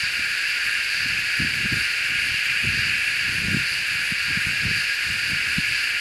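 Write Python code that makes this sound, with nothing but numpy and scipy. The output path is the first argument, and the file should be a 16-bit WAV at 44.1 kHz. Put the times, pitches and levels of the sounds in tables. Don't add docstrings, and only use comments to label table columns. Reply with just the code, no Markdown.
import sys
import numpy as np
from scipy import signal
from scipy.fft import rfft, irfft
from scipy.io import wavfile
from scipy.ndimage import uniform_filter1d

SR = 44100
rng = np.random.default_rng(int(sys.argv[2]) if len(sys.argv) > 2 else 0)


def inscribe(sig):
    pcm = np.round(np.clip(np.atleast_2d(sig).T, -1, 1) * 32767)
    wavfile.write(sys.argv[1], SR, pcm.astype(np.int16))


N = 264864
TIME = np.arange(N) / SR

# f/Hz, level/dB
LOW_SONG = [(900, -36.5), (1130, -32.5), (1220, -19.5), (1310, -21.5), (1370, -14.5), (1425, -5.5),
            (1510, -9.5), (1585, -6), (1638, .5), (1720, -2.5), (1785, -7), (1835, -7), (1950, -11),
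            (2400, -46.5)]
HIGH_SONG = [(1500, -28), (1900, -10), (2100, -6), (2300, -1.5), (2460, -0.5), (2580, -2.5), (2700, -1),
             (2860, -4.5), (2980, -10.5), (3120, -14), (3350, -18), (4200, -45.5)]
OVERTONES = [(2400, -28), (3200, -14.5), (3650, -5), (3900, -6), (4300, -1.5), (4700, 2), (5100, -5),
             (5700, -15.5), (6900, -12.5), (8500, -16.5), (9500, -14), (11000, -17.5), (13000, -26.5),
             (15600, -43)]
# t/s, level/dB
LOW_ENVELOPE = [(0.0, -30), (.7, -28.5), (1.1, -30), (1.7, -28.5), (2.4, -30), (2.85, -28.5), (3.25, -30),
                (4.35, -29), (4.75, -29.5), (6.0, -29.5)]
HIGH_ENVELOPE = [(0.0, -24.5), (1.0, -24), (2.0, -23), (2.45, -21.5), (2.7, -22.5), (3.1, -23),
                 (4.2, -24.5), (4.65, -23.3), (5.15, -24.5), (5.75, -23), (6.0, -24.5)]
# f/Hz, level/dB
DRONE_BODY = [(2800, -21.5), (3600, -15), (4000, -10.5), (4450, -2), (4700, 1.5), (5000, -6), (5500, -16),
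              (7000, -24), (10000, -45)]
CHIRP_BODY = [(4000, -37), (6500, -2.5), (8400, -8), (9500, 3.5), (10100, -0.5), (10800, 2), (11700, -11),
              (13000, -16), (15600, -39)]
RASP_BODY = [(4000, -20), (6500, -1), (8500, -6), (11000, 2), (12500, -3), (14000, -11), (15600, -17)]
# centre/s, level/dB, length/s
DRONE_PHRASES = [(.02, -31.5, 0.12), (.98, -30.7, 0.26), (1.853, -33.5, 0.16), (2.788, -30.5, .13),
                 (3.716, -30, 0.12), (4.78, -30, .24), (5.787, -30.5, 0.1)]
# first/s, last/s, period/s, level/dB
CHIRP_RUNS = [(0.721, 1.39, .67, -44), (1.818, 3.01, 0.42, -41.5), (3.369, 4.82, 0.355, -42),
              (5.268, 5.81, 0.26, -44.5)]
RASP_STROKES_DB = [-49.5, -52, -55.5]
# peak/s, level/dB, rise/s, fall/s (rise and fall span 20 dB)
GUSTS = [(.21, -45.5, 0.054, 0.218), (1.09, -38, 0.1796, 0.2785), (1.41, -31.5, 0.033, 0.218),
         (1.65, -30.5, 0.122, 0.048), (1.725, -25.5, 0.028, 0.1198), (2.12, -42, .15, 0.297),
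         (2.335, -37, 0.16, 0.0685), (2.51, -43, 0.0806, 0.0805), (2.643, -30, 0.0263, .36),
         (2.87, -38, 0.068, 0.1976), (3.29, -36.5, 0.131, 0.16), (3.555, -26.5, 0.329, 0.0988),
         (3.73, -41, 0.051, 0.0607), (3.96, -41, .13, 0.089), (4.3, -32.5, .05, 0.083),
         (4.49, -34, 0.059, .1), (4.669, -27.5, 0.0903, 0.1595), (5.1, -35.5, 0.0865, 0.156),
         (5.335, -35, 0.147, 0.086), (5.49, -37.5, 0.049, 0.066), (5.72, -39, 0.13, 0.082)]
# t/s, level/dB, f/Hz
BUMPS = [(0.039, -29, 125), (.196, -30.5, 207), (1.064, -29.5, 220), (1.404, -15, 198), (1.423, -20, 200),
         (1.449, -19, 206), (1.659, -17.5, 158.5), (1.725, -16, 224), (2.674, -19, 135), (2.794, -23, 111),
         (3.447, -21.5, 106), (3.485, -18.5, 167), (3.548, -15, 209), (3.569, -17, 234),
         (4.124, -19.5, 161.7), (4.375, -16, 159), (4.471, -20, 161), (4.654, -18.5, 161),
         (4.781, -27.5, 124), (5.105, -26.5, 134), (5.334, -22, 140), (5.586, -12, 171.4)]
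# f/Hz, level/dB
GUST_SPECTRUM = [(20, -26), (32, -24), (50, -5.5), (80, 3), (140, 1.5), (200, -6.5), (280, -10.5),
                 (400, -18), (600, -28), (1200, -59.5)]
AIR_SPECTRUM = [(20, -7.5), (35, 6), (70, -3.5), (130, -14), (250, -0.5), (450, 1.5), (750, 0), (950, -1.5),
                (1030, 3.5), (1130, -1.5), (2000, -5.5), (6000, -1)]


def chorus(song, click_hz, wander, throb_db, wet_db, count=7):
    buzz = np.zeros(N)
    for _ in range(count):
        rate_hz = click_hz * rng.uniform(.8, 1.2) * (1 + wander * drift(2))
        turns = rng.random() + np.cumsum(rate_hz) / SR
        buzz += clicks(turns, scatter_db=1) * gain(throb_db * drift(12))
    return unit_rms(resonate(trees(buzz, wet_db), song))


def cicada(power, body, click_hz, second_db, lag_turns, jitter, crackle_s, wet_db):
    effort = np.sqrt(power / power.max())
    rate_hz = click_hz * (1 + .03 * (effort - .7) + .00795 * drift(4.8) + jitter * drift(150))
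    turns = np.cumsum(rate_hz) / SR
    buckles = clicks(turns, scatter_db=0) + gain(second_db) * clicks(turns + lag_turns, scatter_db=1)
    window = np.exp(-((TIME[:256] - TIME[128]) / crackle_s) ** 2)
    crackle = signal.oaconvolve(buckles, window, "same") * rng.standard_normal(N)
    return resonate(trees(unit_rms(crackle) * np.sqrt(power), wet_db), body)


def drone_power(answer_db=-34.5, answer_s=.239):
    answers = [((a[0] + b[0]) / 2, answer_db, answer_s) for a, b in zip(DRONE_PHRASES, DRONE_PHRASES[1:])]
    return phrase_power(DRONE_PHRASES + answers, rest_db=-42)


def chirp_power(length_s=.1):
    chirps = [(s, db, length_s) for first_s, last_s, period_s, db in CHIRP_RUNS
              for s in beats(first_s, last_s, period_s)]
    return phrase_power(chirps, rest_db=-57)


def rasp_power(first_s=.132, bar_s=.1784, length_s=.027, scatter_db=1):
    strokes = [(s + bar_s * k / 3, db + scatter_db * rng.standard_normal(), length_s)
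               for s in beats(first_s, TIME[-1], bar_s) for k, db in enumerate(RASP_STROKES_DB)]
    return phrase_power(strokes, rest_db=-62.5)


def trees(x, wet_db, t60_s=.27):
    decay = gain(-60 / (t60_s * SR)) ** 2
    tail_power = signal.lfilter([1 - decay], [1, -decay], x ** 2, zi=[np.mean(x[:2048] ** 2)])[0]
    echo = np.sqrt(tail_power) * rng.standard_normal(N)
    return (x + gain(wet_db) * echo) / np.sqrt(1 + gain(wet_db) ** 2)


def wind(sputter_db=3):
    strength = gust_strength()
    speed = unit_rms(strength) ** .07
    turbulence = resonate(rng.standard_normal(N), GUST_SPECTRUM)
    rumble = np.interp(np.cumsum(speed) / SR, TIME, turbulence) * gain(sputter_db * drift(55))
    rumble /= np.sqrt(uniform_filter1d(rumble ** 2, size=2048) + 1e-12)
    return gain(-2) * strength * rumble + gain(-1.5) * eddy_bumps(strength)


def gust_strength(breeze_db=-52, restless_db=3.5, wake_db=-17, wake_s=.03, roundness=1.4):
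    t = TIME[::64]
    wakes = [(s, db + wake_db, wake_s, wake_s) for s, db, _ in BUMPS]
    power = np.zeros(len(t))
    for s, db, rise_s, fall_s in GUSTS + wakes:
        from_peak = np.clip(np.maximum((s - t) / rise_s, (t - s) / fall_s), 0, 10)
        power += gain(db - 20 * from_peak ** roundness) ** 2
    breeze = gain(breeze_db + restless_db * drift(9.03))
    return np.sqrt(np.interp(TIME, t, power) + breeze ** 2)


def eddy_bumps(strength, random_per_s=12, over_wind_db=4, centre_hz=176, width_turns=.57):
    small = []
    for when, octave in rng.random((round(random_per_s * N / SR), 2)):
        i = int(when * N)
        small.append((TIME[i], over_wind_db + 20 * np.log10(strength[i]), centre_hz * 2 ** (octave - .5)))
    bumps = np.zeros(N)
    for s, db, hz in BUMPS + small:
        turns = (TIME - s) * hz
        near = abs(turns) < 4
        window = np.exp(-(turns[near] / width_turns) ** 2)
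        bumps[near] += gain(db) * window * np.sin(2 * np.pi * turns[near])
    return bumps


def air():
    return unit_rms(resonate(rng.standard_normal(N), AIR_SPECTRUM))


def resonate(x, spectrum, size=4096):
    hz, db = np.transpose(spectrum)
    octave = np.log2(abs(np.fft.fftfreq(size, 1 / SR)) + 1)
    points = np.log2(hz)
    outside_oct = abs(octave - np.clip(octave, points[0], points[-1]))
    skirt_db = np.minimum(24 * outside_oct, 50)
    log_gain = np.log(gain(np.interp(octave, points, db) - skirt_db))
    response = np.fft.ifft(np.exp(np.conj(signal.hilbert(log_gain)))).real[:size // 2]
    return signal.oaconvolve(x, response / np.linalg.norm(response))[:N]


def clicks(turns, scatter_db):
    at = np.flatnonzero(np.diff(np.floor(turns)) > 0)
    train = np.zeros(N)
    train[at] = gain(scatter_db * rng.standard_normal(len(at)))
    return train


def phrase_power(phrases, rest_db):
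    t = TIME[::64]
    power = sum(gain(db) ** 2 * .5 ** ((2 * (t - s) / length_s) ** 2) for s, db, length_s in phrases)
    return np.interp(TIME, t, power) + gain(rest_db) ** 2


def beats(first_s, last_s, period_s):
    return np.arange(first_s, last_s + period_s / 2, period_s)


def drift(hz):
    t = TIME[::64]
    f = np.fft.rfftfreq(len(t), t[1])
    slow = irfft(rfft(rng.standard_normal(len(t))) * (f > 0) * np.exp(-(f / hz) ** 2), len(t))
    return np.interp(TIME, t, unit_rms(slow))


def envelope(curve):
    return gain(np.interp(TIME, *np.transpose(curve)))


def gain(db):
    return 10 ** (np.asarray(db) / 20)


def unit_rms(x):
    return x / np.sqrt(np.mean(x ** 2) + 1e-20)


def scene():
    peak_s, period_s = .32, .3676
    swell_db = .9 * np.cos(2 * np.pi * (TIME - peak_s) / period_s)
    low = envelope(LOW_ENVELOPE) * chorus(LOW_SONG, click_hz=189.9, wander=.025, throb_db=.5, wet_db=-.5)
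    high = envelope(HIGH_ENVELOPE) * chorus(HIGH_SONG, click_hz=210.05, wander=.018, throb_db=.5, wet_db=1)
    sizzle = chorus(OVERTONES, click_hz=214.5, wander=.01, throb_db=2, wet_db=3)
    drone = cicada(drone_power(), DRONE_BODY, click_hz=229.2, second_db=-5, lag_turns=.26,
                   jitter=.025, crackle_s=.0011, wet_db=-6.5)
    chirp = cicada(chirp_power(), CHIRP_BODY, click_hz=202.7, second_db=3, lag_turns=.45,
                   jitter=.02, crackle_s=.00066, wet_db=-6)
    rasp = cicada(rasp_power(), RASP_BODY, click_hz=212, second_db=0, lag_turns=.46,
                  jitter=.0315, crackle_s=.0007, wet_db=-9)
    far = gain(swell_db) * low + gain(-2) * high + gain(-34) * sizzle
    near = gain(-3) * drone + gain(-2.5) * chirp + gain(3) * rasp
    return (far + near + gain(-45.5) * air() + wind())[None]


def record(dry):
    lowpass = signal.firwin(511, 15700, window=("kaiser", 9), fs=SR)
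    return signal.oaconvolve(dry, lowpass[None], "same")


dry = scene()
out = record(dry)
inscribe(out)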